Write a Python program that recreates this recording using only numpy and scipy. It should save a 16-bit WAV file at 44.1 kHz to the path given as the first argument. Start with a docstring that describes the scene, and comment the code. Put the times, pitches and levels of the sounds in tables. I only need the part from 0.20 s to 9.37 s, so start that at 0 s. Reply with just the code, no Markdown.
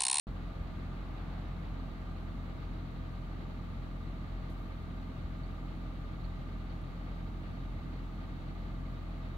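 """On a street beside a pond, on a still evening, a four-cylinder car idles close by.
Periodic firing gives the exhaust its harmonic throb, and turbulent gas adds a rumble. Valve impacts
ring the engine cover, belt-driven parts hum, panels resonate, the block rattles and the fan rushes.
The tyre noise of far cars swells and fades with distance, loudest early on. A few low thuds come
from the tailpipe, and faint ticks sound over the microphone hiss."""
import sys
import numpy as np
from scipy import signal
from scipy.fft import rfft, irfft
from scipy.io import wavfile

SR = 44100
rng = np.random.default_rng(int(sys.argv[2]) if len(sys.argv) > 2 else 0)


def file_out(sig):
    """Save sig as 16-bit WAV at sys.argv[1]."""
    # one column per channel
    cols = np.atleast_2d(sig).T
    # limit, then scale
    lim = np.clip(cols, -1, 1)
    pcm = np.round(lim * 32767).astype(np.int16)
    wavfile.write(sys.argv[1], SR, pcm)


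N = 404397
TIME, HZ = np.arange(N) / SR, np.fft.rfftfreq(N, 1 / SR)

# Coherence of the open-air sound field. Each row: frequency in Hz, left-right coherence from 0 to 1.
AIR_COHERENCE = [(60, 0.87), (300, 0.73), (450, 0.13), (800, 0.77), (1400, 0.55), (3500, 0.22),
                 (6000, 0.06)]


def gain_of(db):
    """Decibels express an amplitude ratio logarithmically."""
    return 10 ** (np.asarray(db) / 20)


def unit_rms(x):
    """Normalisation scales a signal to rms 1."""
    return x / np.sqrt(np.mean(x ** 2) + 1e-20)


def over_frequency(table):
    """Interpolation on a log frequency axis spreads each value column over the spectrum."""
    hz, *columns = np.transpose(table)
    return np.array([np.interp(np.log(HZ + 1), np.log(hz), column) for column in columns])


def coloured(white, spectrum):
    """Linear filtering gives white noise of rms 1 a spectral density in dB per Hz."""
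    return irfft(rfft(white) * gain_of(over_frequency(spectrum)), N) * np.sqrt(SR / 2)


def wander(rate_hz, size=4096):
    """Low-pass filtering of noise leaves a slow random fluctuation of rms about 1."""
    hz = np.fft.rfftfreq(size, N / SR / size)
    slow = irfft(rfft(rng.standard_normal(size)) * np.exp(-(hz / rate_hz) ** 2), size)
    return np.interp(TIME, np.linspace(0, N / SR, size), unit_rms(slow))


def noise_pair(coherence, lead_s=0):
    """Partial coherence: left and right share part of a white noise, which may reach the left first."""
    shared, separate = rfft(rng.standard_normal((2, N)))
    left = shared * np.exp(2j * np.pi * HZ * lead_s * (HZ > 900))  # long waves arrive together
    right = coherence * shared + np.sqrt(1 - coherence ** 2) * separate
    return irfft(np.array([left, right]), N)


def exhaust(firings, level_db=-41.5, muffler_lag_rad=0.771):
    """One pressure pulse per firing makes a harmonic series; the muffler delays the upper harmonics."""
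    # Each row: multiple of the firing rate, relative level in dB.
    harmonics = [(1, -1), (2, -7), (3, -12.5), (4, -11), (5, -16.5), (6, -19.5)]
    strength = 1 + .07 * wander(10)
    note = np.zeros(N)
    for order, db in harmonics:
        lag = muffler_lag_rad * max(order - 3, 0) ** 2
        note += gain_of(db) * np.cos(2 * np.pi * order * firings - lag)
    return np.sqrt(2) * gain_of(level_db) * note * strength


def rumble(firings, throb=0.24, delay_firings=0.35, gain_db=0.16):
    """Turbulence makes low noise that swells as gas rushes from the pipe after each pulse."""
    # Each row: frequency in Hz, density before the gain in dB per Hz.
    turbulence = [(12, -100), (28, -79), (45, -65.5), (100, -70), (168, -70), (195, -76.5), (260, -73),
                  (330, -80.5), (420, -92.5), (700, -112), (2000, -170)]
    flow = 1 + throb * np.cos(2 * np.pi * (firings - delay_firings))
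    return gain_of(gain_db) * coloured(noise_pair(coherence=0.72) * unit_rms(flow), turbulence)


def hums(firings, slip_firings=.002, flutter=.1):
    """Rotating parts radiate tones tied to the engine speed; belt slip modulates their phase."""
    # Each row: multiple of the firing rate, left level in dB, right level in dB.
    tones = [(3.19, -57.5, -58.5), (5.76, -65, -65), (6.5, -68, -68), (7.25, -62.3, -64.3), (8, -68, -69),
             (10, -77, -68), (15, -71.5, -63), (18.5, -74, -73), (22, -73, -77), (24.5, -72, -82),
             (30.52, -71.5, -79), (36.05, -84, -76)]
    out = np.zeros((2, N))
    for order, left_db, right_db in tones:
        cycles = order * (firings + slip_firings * wander(5.3)) + rng.random()
        tone = np.cos(2 * np.pi * cycles) * (1 + flutter * wander(5.7))
        out += gain_of([[left_db], [right_db]]) * unit_rms(tone)
    return out


def valve_clatter(firings, play_turns=.0018, uneven_db=.9):
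    """Impact excitation: valve clicks, repeating with each turn of the crank, ring the engine cover."""
    # Each row: position as a fraction of the turn, relative level in dB.
    clicks = [(.03, -5.5), (.25, -9), (.53, 0), (.66, 0), (.87, -9.5)]
    # Left, then right. Each row: lower band edge in Hz, upper band edge in Hz, level in dB.
    cover_bands = [(1132, 1234, -59.7), (1176, 1242, -65.8)]
    knocks = np.zeros(N)
    for position, db in clicks:
        # play in the valve train moves each click a little
        turn = np.floor(firings / 2 - position + play_turns * wander(20))
        knocks += gain_of(db) * np.diff(turn, prepend=turn[0])
    knocks *= gain_of(uneven_db * wander(38))
    channels = []
    for low, high, db in cover_bands:
        cover = signal.butter(2, [low, high], "band", fs=SR, output="sos")
        channels.append(gain_of(db) * unit_rms(signal.sosfilt(cover, knocks)))
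    return np.array(channels)


def resonate(x, hz, width_hz):
    """A damped resonator passes its natural frequency with a gain of about 1."""
    pole = np.exp((2j * np.pi * hz - np.pi * width_hz) / SR)
    return 2 * signal.lfilter([1 - abs(pole)], [1, -pole], x).real


def engine_bay(firings, throb=0.21):
    """Forced resonance: the engine's shaking rings panels and ducts, a little more once a turn."""
    # Each row: frequency in Hz, nominal width in Hz, left level in dB, right level in dB.
    modes = [(910.5, 39, -67, -114), (1107.2, 65, -93, -66.5), (1200, 31, -71, -75.5), (1396, 20, -74, -76),
             (1713, 20, -77.5, -91.5), (2146, 105, -86.5, -71), (3748, 52, -83.5, -75.5),
             (3980, 41, -87, -82.5)]
    shake = rng.standard_normal(N) * (1 + throb * np.cos(np.pi * firings))
    out = np.zeros((2, N))
    for hz, width, left_db, right_db in modes:
        ringing = resonate(resonate(shake, hz, 2 * width), hz, 2 * width)
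        out += gain_of([[left_db], [right_db]]) * unit_rms(ringing)
    return out


def block_rattle(firings, size=4096):
    """Periodic vibration: the block repeats the same noise in every cycle of four firings."""
    # Each row: frequency in Hz, density in dB per Hz.
    spectrum = [(200, -115), (330, -98), (600, -90), (900, -94.5), (1500, -99), (3000, -120), (6000, -150)]
    one_cycle = rng.standard_normal((2, size))
    position = (firings / 4 % 1 * size).astype(int)
    return coloured(one_cycle[:, position], spectrum)


def fan_rush(flicker_db=0.79, swell_db=-0.06):
    """Broadband noise of fan, belts and street arrives with a time difference, the left side first."""
    # Each row: frequency in Hz, left and right density in dB per Hz.
    spectrum = [(118, -105, -105), (320, -82, -90), (508.7, -87, -82), (867, -89.5, -88.5),
                (1067, -94, -96), (1520, -88, -92.5), (1770, -96.5, -93), (1945, -90, -93),
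                (2332, -100, -94.5), (3023, -96.5, -100), (4328, -108, -96.5), (5060, -115, -109),
                (6140, -122, -120), (9000, -145, -145)]
    fluctuation_db = flicker_db * wander(23) + swell_db * wander(8.4)
    air = noise_pair(over_frequency(AIR_COHERENCE)[0], lead_s=.00031)
    return coloured(air, spectrum) * gain_of(fluctuation_db)


def nearness(time):
    """Spherical spreading: each car's amplitude falls as one over distance, and their powers add."""
    # Each row: time when nearest in seconds, peak gain in dB, seconds to fall 3 dB (sign ignored).
    passes = [(.15, -4, -1.8), (1.25, 1.5, 0.4), (3.7, -12, .5)]
    return np.sqrt(sum(gain_of(db) ** 2 / (1 + ((time - nearest_s) / fall_s) ** 2)
                       for nearest_s, db, fall_s in passes))


def traffic(crossover_hz=1100, treble_lead_s=0.25, flicker_db=0.4):
    """Directivity: tyres throw their treble forward, so far cars swell bright and fade dull."""
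    # Each row: frequency in Hz, density before spreading in dB per Hz.
    spectrum = [(100, -100), (350, -89.5), (550, -90.5), (750, -87.5), (1100, -92.5), (1500, -92.5),
                (2200, -101), (4000, -107), (9000, -145)]
    tyres = coloured(noise_pair(over_frequency(AIR_COHERENCE)[0]), spectrum)
    dull = irfft(rfft(tyres) / (1 + (HZ / crossover_hz) ** 6), N)
    passing = dull * nearness(TIME) + (tyres - dull) * nearness(TIME + treble_lead_s)
    return passing * gain_of(flicker_db * wander(3.1))


def tailpipe_dip(centre_s=.339, half_length_s=.01, depth_db=-13):
    """Amplitude modulation: the level of the exhaust and its rumble dips once, briefly."""
    return gain_of(depth_db * np.exp(-((TIME - centre_s) / half_length_s) ** 2))


def exhaust_puffs():
    """A heavier firing now and then comes out as a thud, a low tone in a Gaussian wave packet."""
    # Each row: centre in seconds, peak level in dB, frequency in Hz, half length in seconds.
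    thuds = [(.411, -34, 70, .012), (5.054, -35, 68, .014), (5.124, -39, 70, .012)]
    out = np.zeros(N)
    for centre_s, db, hz, half_length_s in thuds:
        offset = TIME - centre_s
        out += gain_of(db) * np.exp(-(offset / half_length_s) ** 2) * np.cos(2 * np.pi * hz * offset)
    return out


def ticks():
    """Small noise bursts near the microphone decay exponentially; longer ones also rise more slowly."""
    # Each row: start in seconds, left and right level before the envelope in dB, centre in Hz,
    # nominal width in Hz, seconds to decay by 60 dB.
    bursts = [(4.293, -63, -76, 8500, 14000, .2), (4.3, -73, -86, 14000, 8000, 1.2),
              (5.23, -72, -58, 4400, 300, .12), (6.042, -68, -51, 4300, 350, .05),
              (6.492, -72, -59, 4400, 400, .09), (6.6145, -67, -74, 10000, 2500, .018)]
    out = np.zeros((2, N))
    for start_s, left_db, right_db, hz, width, t60 in bursts:
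        passband = np.exp(-2 * ((HZ - hz) / width) ** 2)
        noise = unit_rms(irfft(rfft(rng.standard_normal((2, N))) * passband, N))
        age = np.maximum(TIME - start_s, 0) / t60
        envelope = (1 - np.exp(-30 * age)) * gain_of(-60 * age)
        out += gain_of([[left_db], [right_db]]) * noise * envelope
    return out


def scene(hunt_hz=.06):
    """Superposition: the sources add, and the engine's parts follow one slightly hunting speed."""
    # Each row: time in seconds, firing rate in Hz.
    idle_speed = [(0.0, 43.94), (0.6, 43.18), (1.5, 43.45), (6.2, 43.09), (6.8, 42.81), (8.1, 43.14)]
    firing_hz = np.interp(TIME, *np.transpose(idle_speed)) + hunt_hz * wander(4.99)
    firings = np.cumsum(firing_hz) / SR  # running count, two to a turn of the crank
    tailpipe = (exhaust(firings) + rumble(firings)) * tailpipe_dip() + exhaust_puffs()
    engine = hums(firings) + valve_clatter(firings) + engine_bay(firings) + block_rattle(firings)
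    return tailpipe + engine + fan_rush() + traffic() + ticks()


def record(dry, whine_hz=15003, whine_left_db=-93, whine_right_db=-104,
           start_s=.069, opening_s=.001, cutoff_hz=15800):
    """Self-noise: the microphone adds hiss and a thin whine; it opens after a moment, band-limited."""
    # Each row: frequency in Hz, left and right density before the low-pass in dB per Hz.
    hiss_spectrum = [(4200, -130, -130), (5920, -118, -110), (6600, -112, -117), (7870, -116, -117),
                     (8200, -123, -123), (9930, -114, -119.5), (10100, -122, -125), (11300, -119.5, -124.5),
                     (15800, -115, -124)]
    hiss = coloured(rng.standard_normal((2, N)), hiss_spectrum)
    whine = gain_of([[whine_left_db], [whine_right_db]]) * unit_rms(np.sin(2 * np.pi * whine_hz * TIME))
    opening = np.clip((TIME - start_s) / opening_s, 0, 1)
    low_pass = signal.firwin(1023, cutoff_hz, window=("kaiser", 9), fs=SR)
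    return signal.oaconvolve((dry + hiss + whine) * opening, low_pass[None], "same")


dry = scene()
out = record(dry)
file_out(out)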